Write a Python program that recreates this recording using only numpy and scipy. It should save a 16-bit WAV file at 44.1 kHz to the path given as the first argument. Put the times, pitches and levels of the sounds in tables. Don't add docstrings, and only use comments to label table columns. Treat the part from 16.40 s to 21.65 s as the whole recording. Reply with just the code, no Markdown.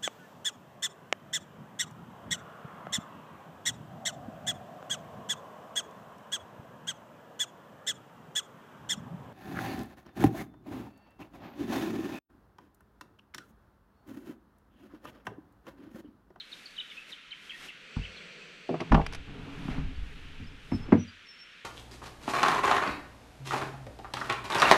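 import sys
import numpy as np
from scipy import signal
from scipy.fft import rfft, irfft, next_fast_len
from scipy.io import wavfile
from scipy.ndimage import map_coordinates

SR = 44100
rng = np.random.default_rng(int(sys.argv[2]) if len(sys.argv) > 2 else 0)


def persist_wave(psi):
    counts = np.round(np.clip(psi, -1, 1) * 32767).astype(np.int16)
    wavfile.write(sys.argv[1], SR, np.atleast_2d(counts).T)


N = 231418

# (frequency [Hz], relative density [dB])
DOOR_RATTLE_SPECTRUM = [(60, -4.5), (150, 12), (300, 4), (530, -9), (800, 1.5), (1350, -1), (1600, -13.5),
                        (3100, -7.5), (3600, -24), (12000, -16.5)]


def door():
    # (frequency [Hz], level [dB], t60 [s])
    modes = [(48.3, 4.5, 0.27), (86.7, -8, 0.42), (156, 1.5, 0.2), (195.4, 2, 0.1), (386.6, -12, 0.23),
             (452, -8.5, .26), (625, -5, 0.11), (668, -8, 0.2), (788, -5, .17), (825, -1, 0.09),
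             (915, -13, .15), (953, -13.5, 0.2), (1170, -3, 0.065), (1443, -7, 0.09), (1757, -6, 0.06)]
    # (time [s], level [dB], high edge [Hz])
    catches = [(2.519, -21.5, 2200), (2.5444, -19.5, 2970)]
    # (time [s], level [dB], high edge [Hz])
    heaves = [(2.5146, -23, 228), (2.528, -17, 301)]
    # (time [s], level [dB], low edge [Hz], high edge [Hz])
    bumps = [(1.567, -29, 56, 244), (2.886, -46.5, 130, 440), (3.252, -38.5, 90, 300),
             (3.285, -31.5, 75, 440), (3.38, -33.5, 70, 260), (3.432, -37.5, 30, 150),
             (3.578, -36.5, 35, 75.4)]
    # (time [s], level [dB], low edge [Hz], high edge [Hz])
    shudder = (2.508, -29.5, 50, 224)
    catch_low_hz, heave_low_hz = 250, 108.3
    blows = [(s, db, catch_low_hz, high_hz) for s, db, high_hz in catches]
    blows += [(s, db, heave_low_hz, high_hz) for s, db, high_hz in heaves]
    blows += [(2.5755 + 0.0205 * k, -28.5 - 0.8 * k, 400, 850) for k in range(2)]
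    blows += [shudder] + soft_blows(bumps)
    return struck(blows, modes, DOOR_RATTLE_SPECTRUM,
                  rattle_db=-3.5, attack_s=0.001, contact_db=5, contact_s=0.008)


def struck(blows, modes, rattle_spectrum, rattle_db, attack_s, contact_db, contact_s):
    # (frequency [Hz], t60 [s])
    panel_t60 = [(100, 0.29), (400, 0.16), (1000, 0.17), (3000, 0.1), (10000, 0.37)]
    out, t = np.zeros(N), np.arange(SR // 2) / SR
    for s, db, low_hz, high_hz in blows:
        ring = sum(amp(mode_db + rng.normal(0, 1) - 60 * t / t60_s) * np.sin(2 * np.pi * hz * t)
                   for hz, mode_db, t60_s in modes)
        band_hz, age_s, bands = signal.stft(noise(rattle_spectrum, size=len(t)), SR, nperseg=256)
        decay = amp(-60 * age_s / log_interp(panel_t60, band_hz)[:, None])
        rattle = signal.istft(bands * decay, SR, nperseg=256)[1][:len(t)]
        contact = 1 + amp(contact_db) * np.exp(-t / contact_s)
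        hit = (unit(ring) + amp(rattle_db) * unit(rattle)) * contact * (1 - np.exp(-t / attack_s))
        hit = butterworth(hit, low_hz, "highpass")
        hit = butterworth(hit, high_hz, "lowpass", order=3)
        add(out, s, amp(db) * hit / np.std(hit[:SR // 50]))
    return out


def soft_blows(rows):
    tick_lead_s, tick_low_hz, tick_ratio, hard_hz = 0.0045, 523, 7.7, 510
    settle_lag_s, settle_ratio, deep_hz = 0.02098, 0.68, 86
    blows = []
    for s, db, low_hz, high_hz in rows:
        tick_db = -12 + 6.5 * np.log2(high_hz / hard_hz)
        settle_db = -4 + 9 * np.log2(deep_hz / max(low_hz, deep_hz))
        blows += [(s - tick_lead_s, db + tick_db, tick_low_hz, high_hz * tick_ratio),
                  (s, db, low_hz, high_hz),
                  (s + settle_lag_s, db + settle_db, low_hz * settle_ratio, high_hz * settle_ratio)]
    return blows


def cabin_boom():
    start_s, db, hz, rise_s, t60_s = 2.512, -5.5, 46.2, 0.013, 0.24
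    out, t = np.zeros(N), np.arange(SR // 2) / SR
    envelope = amp(db - 60 * t / t60_s) * (1 - np.exp(-t / rise_s))
    add(out, start_s, envelope * np.sin(2 * np.pi * hz * t))
    return out


def handle():
    # (time [s], level [dB], centre [Hz])
    knocks = [(2.291, -29.5, 480), (2.301, -27.5, 300), (2.326, -34, 340), (2.341, -31, 640),
              (2.402, -38, 950), (2.412, -35, 200), (2.416, -37.5, 700)]
    # (frequency [Hz], level [dB], t60 [s])
    modes = [(161.2, -9.5, 0.4), (260, 2.5, 0.08), (342.4, 1, 0.084), (398, -6.5, .12), (484, -5, 0.0896),
             (635, 0, 0.055), (690, -9.5, .12), (1120, -10, 0.068)]
    edge_ratio = 1.57
    blows = [(s, db, hz / edge_ratio, hz * edge_ratio) for s, db, hz in knocks]
    return struck(blows, modes, DOOR_RATTLE_SPECTRUM,
                  rattle_db=-8, attack_s=0.0014, contact_db=4, contact_s=0.0082)


def body_thuds():
    # (time [s], level [dB], low edge [Hz], high edge [Hz])
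    thuds = [(4.0, -43.5, 65, 220), (4.321, -26, 71, 400), (4.486, -38.5, 200, 440),
             (4.525, -12.2, 160, 490)]
    # (frequency [Hz], level [dB], t60 [s])
    modes = [(87, -11, 0.42), (100.5, 0, 0.29), (166, -3, 0.24), (197.8, -5, 0.22), (236.8, -2.5, 0.26),
             (262.7, 6, 0.11), (310, -2.5, 0.093), (365, -13, 0.1), (482, -11, 0.16), (632, -4.5, 0.085),
             (813, -12, 0.12), (1010, -15.5, 0.1)]
    # (frequency [Hz], relative density [dB])
    rattle_spectrum = [(60, -6.5), (250, 5.5), (520, -9), (800, -9), (1400, -14), (2200, -15.5),
                       (3200, -37), (12000, -41)]
    return struck(soft_blows(thuds), modes, rattle_spectrum,
                  rattle_db=-4, attack_s=0.0017, contact_db=-1.5, contact_s=0.0069)


def clicks():
    # (time [s], level [dB], t60 [s], high edge [Hz])
    snaps = [(1.584, -44, .04, 1300), (2.291, -42, .059, 2600), (2.341, -42, 0.074, 2200),
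             (2.403, -31, 0.062, 4400), (2.518, -34, 0.083, 5930), (2.5442, -21, 0.026, 3200),
             (2.614, -31, 0.03, 2000), (2.664, -23, 0.018, 7440), (2.724, -36, 0.036, 9940),
             (2.733, -33, 0.031, 9050), (2.747, -32.5, 0.04, 10800), (3.3, -44, 0.53, 2930),
             (3.361, -45, 0.097, 3050)]
    # (frequency [Hz], relative density [dB])
    spectrum = [(200, -1.5), (800, 7), (1250, 2), (1700, 5), (2900, 4.5), (3600, -1.5), (5800, -2),
                (7200, -14), (10000, -8.5), (15000, -25)]
    attack_s = 0.0013
    out, t = np.zeros(N), np.arange(SR // 4) / SR
    for s, db, t60_s, high_hz in snaps:
        snap = unit(butterworth(noise(spectrum, size=len(t)), high_hz, "lowpass"))
        add(out, s, snap * amp(db - 60 * t / t60_s) * (1 - np.exp(-t / attack_s)))
    return out


def hinge_rub():
    # (time [s], level [dB])
    levels = [(2.2, -90), (2.38, -46), (2.75, -48), (2.85, -55), (2.9, -45), (3.24, -43), (3.38, -43),
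              (3.5, -52), (4.25, -55.5), (4.5, -43.5), (4.76, -93.5)]
    # (frequency [Hz], relative density [dB])
    spectrum = [(53, -39.5), (90, -5.5), (162, 2.5), (204, -10.5), (276, -3.5), (355, -17), (415, -8.5),
                (561, -21), (855, -19), (1600, -22), (2600, -79.5)]
    return amp(curve(levels) + 0.76 * wobble(rate_hz=60)) * noise(spectrum)


def stay_groans():
    # (peak time [s], level [dB], 20 dB rise [s], 20 dB fall [s], pitch [Hz])
    groans = [(3.25, -47.5, .7, 0.23, 276.6), (3.394, -33.5, 0.077, 0.1, 264)]
    out = np.zeros(N)
    for s, db, rise_s, fall_s, pitch_hz in groans:
        hz = pitch_hz * (1 + 0.022 * wobble(rate_hz=77))
        tone = np.sin(2 * np.pi * np.cumsum(hz) / SR) * amp(4 * wobble(rate_hz=25))
        out += swell(s, db, rise_s, fall_s) * unit(tone)
    return out


def door_sway():
    # (peak time [s], level [dB], 20 dB rise [s], 20 dB fall [s])
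    jolts = [(2.58, -31, .06, 0.34), (3.44, -33.5, 0.42, 0.54), (3.98, -42, 0.28, .3),
             (4.38, -33, 0.064, 0.17)]
    # (frequency [Hz], relative density [dB])
    spectrum = [(12, 0.5), (25, 0.5), (45, -5.5), (65, -6.5), (110, -17), (220, -50), (500, -86)]
    return sum(swell(*jolt) for jolt in jolts) * noise(spectrum)


def rustle():
    # (peak time [s], level [dB], 20 dB rise [s], 20 dB fall [s])
    brushes = [(.15, -54.5, 0.25, 0.9), (.56, -56.5, 0.4, .3), (.7, -51.5, 0.068, 0.1),
               (1.06, -56.5, 0.18, 0.54), (1.26, -47.5, 0.23, 0.071), (3.3, -57.5, 0.66, 0.26),
               (3.7, -62.5, 0.62, 1.5), (4.35, -57, 0.4, .18)]
    # (frequency [Hz], relative density [dB])
    spectrum = [(80, -13), (220, 4.5), (500, -1.5), (900, -5.5), (2000, 2), (5000, -5), (7500, -11.5),
                (10000, -14), (12500, -18.5), (15000, -28)]
    floor_db = -72
    envelope = np.max([swell(*brush) for brush in brushes], axis=0)
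    crackle = unit(noise(spectrum) * amp(0.91 * wobble(rate_hz=370)))
    return np.maximum(amp(floor_db), envelope) * crackle


def bird_chirps():
    # (time [s], length [s], start pitch [Hz], level [dB])
    chirps = [(-.008, 0.027, 4380, -43), (0.117, .024, 4350, -43), (0.256, 0.017, 4650, -45),
              (0.362, 0.016, 3890, -45), (0.394, 0.026, 3700, -41), (.497, 0.029, 3675, -44.5),
              (0.715, 0.027, 4114, -46), (0.904, 0.037, 3810, -45), (1.089, .035, 3700, -41.5),
              (1.278, 0.033, 3410, -45.5), (1.647, .018, 3040, -44), (1.759, 0.028, 4500, -50)]
    fall_hz_per_s, early_share = 53000, 0.38
    notes = []
    for s, length_s, hz, db in chirps:
        fall_hz = fall_hz_per_s * length_s
        notes.append((s, length_s, hz, hz - early_share * fall_hz, hz - fall_hz, db))
    return birdsong(notes, waver=0.12, echo_db=-2, near_t60_s=0.11, far_t60_s=0.85, far_gain=0.23)


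def bird_whistles():
    # (time [s], length [s], pitch [Hz], level [dB], start offset [fraction of pitch])
    whistles = [(0.378, 0.017, 2990, -38.3, .06), (0.569, 0.03, 2614, -41.3, -.06),
                (1.119, 0.061, 1875, -51, 0.048), (1.616, 0.016, 2670, -47.5, -.02),
                (1.633, 0.017, 3010, -46, -.03), (2.005, 0.033, 2520, -52.5, 0.025),
                (3.555, .016, 4470, -60.5, .01), (4.033, 0.022, 4780, -61, .05),
                (4.067, 0.014, 5210, -58, 0.035), (4.308, 0.07, 5245, -53.5, .015),
                (4.4, .052, 5240, -62.5, .01), (4.572, .075, 5830, -57.5, 0.02),
                (4.668, 0.045, 4750, -57, 0.034), (4.856, 0.11, 5370, -56.5, .026),
                (4.983, 0.065, 5420, -56, .012)]
    return_share = 0.35
    notes = [(s, length_s, hz * (1 + slide), hz, hz * (1 + return_share * slide), db)
             for s, length_s, hz, db, slide in whistles]
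    return birdsong(notes, waver=0.24, echo_db=-6.5, near_t60_s=0.16, far_t60_s=1.1, far_gain=0.4)


def birdsong(notes, waver, echo_db, near_t60_s, far_t60_s, far_gain):
    flutter_db, echoes_per_s = 3, 2500
    song = np.zeros(N)
    for s, length_s, start_hz, middle_hz, end_hz, db in notes:
        progress = np.linspace(0, 1, int(length_s * SR))
        glide = (progress + np.sin(np.pi * progress / 2) ** 2) / 2
        hz = np.polyval(np.polyfit([0, 0.5, 1], [start_hz, middle_hz, end_hz], 2), glide)
        hz *= 1 + waver * np.ptp(hz) / middle_hz * wobble(rate_hz=295.5)[:len(hz)]
        envelope = amp(db) * np.sqrt(2) * np.sin(np.pi * progress) ** 0.85
        add(song, s, envelope * np.sin(2 * np.pi * np.cumsum(hz) / SR))
    song *= amp(flutter_db * wobble(rate_hz=200))
    t = np.arange(SR // 2) / SR
    echoes = rng.standard_normal(len(t)) * (rng.random(len(t)) < echoes_per_s / SR)
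    tail = echoes * (amp(-60 * t / near_t60_s) + far_gain * amp(-60 * t / far_t60_s))
    return song + amp(echo_db) * signal.fftconvolve(song, tail / np.linalg.norm(tail))[:N]


def outdoor_hiss():
    # (frequency [Hz], relative density [dB])
    far_spectrum = [(15, -40.5), (25, 1.5), (90, -16), (176, -4), (811, -16.5), (1150, -8), (1390, -0.5),
                    (2020, -0.5), (2630, 2), (3440, -2.5), (5010, -16), (6040, -18), (12400, -38.5),
                    (15000, -47.5)]
    # (time [s], level [dB])
    far_levels = [(0.0, -55), (1.34, -52.5), (5.25, -54.5)]
    # (frequency [Hz], relative density [dB])
    flank_spectrum = [(90, -20), (170, 9), (300, -5), (450, 7.5), (880, -11), (1400, -4.5), (2000, -2),
                      (2400, 5.5), (3700, -12.5), (4400, -1.5), (5400, -15.5), (5800, -9), (6800, -20),
                      (7900, -15), (10000, -48)]
    # (time [s], level [dB])
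    flank_levels = [(0, -69), (1.1, -79.5), (1.55, -52), (1.9, -52.5), (2.3, -55), (2.8, -66), (3.3, -77.5),
                    (5.25, -69)]
    far = amp(curve(far_levels) + 1.07 * wobble(rate_hz=4.016)) * noise(far_spectrum)
    return far + amp(curve(flank_levels)) * noise(flank_spectrum)


def amp(db):
    return 10 ** (np.asarray(db) / 20)


def unit(x):
    return x / np.sqrt(np.mean(x ** 2) + 1e-20)


def log_interp(points, hz):
    knot_hz, values = np.transpose(points)
    return np.interp(np.log(hz + 1), np.log(knot_hz + 1), values)


def curve(points):
    return np.interp(np.arange(N) / SR, *np.transpose(points))


def swell(peak_s, db, rise_s, fall_s):
    t = np.arange(N) / SR - peak_s
    return amp(db - 20 * np.maximum(-t / rise_s, t / fall_s))


def wobble(rate_hz):
    knots = rng.standard_normal(int(N * rate_hz / SR) + 4)
    return map_coordinates(knots, [np.arange(N) * rate_hz / SR])


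def noise(spectrum, size=N):
    n_fft = next_fast_len(size + 8192)
    gain = amp(log_interp(spectrum, np.fft.rfftfreq(n_fft, 1 / SR)))
    return unit(irfft(rfft(rng.standard_normal(n_fft)) * gain, n_fft)[:size])


def butterworth(x, hz, kind, order=2):
    return signal.sosfilt(signal.butter(order, np.clip(hz, 5, 0.45 * SR), kind, fs=SR, output="sos"), x)


def add(track, start_s, x):
    start = round(start_s * SR)
    x = x[max(-start, 0):N - start]
    track[max(start, 0):][:len(x)] += x


def scene():
    impacts = door() + cabin_boom() + handle() + body_thuds()
    birds = bird_chirps() + bird_whistles()
    movement = clicks() + hinge_rub() + stay_groans() + door_sway() + rustle()
    return (impacts + movement + birds + outdoor_hiss())[None]


def record(dry):
    top_hz = 15500
    n_fft = next_fast_len(N + 8192)
    passband = np.fft.rfftfreq(n_fft, 1 / SR) < top_hz
    return irfft(rfft(dry, n_fft) * passband, n_fft)[..., :N]


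dry = scene()
out = record(dry)
persist_wave(out)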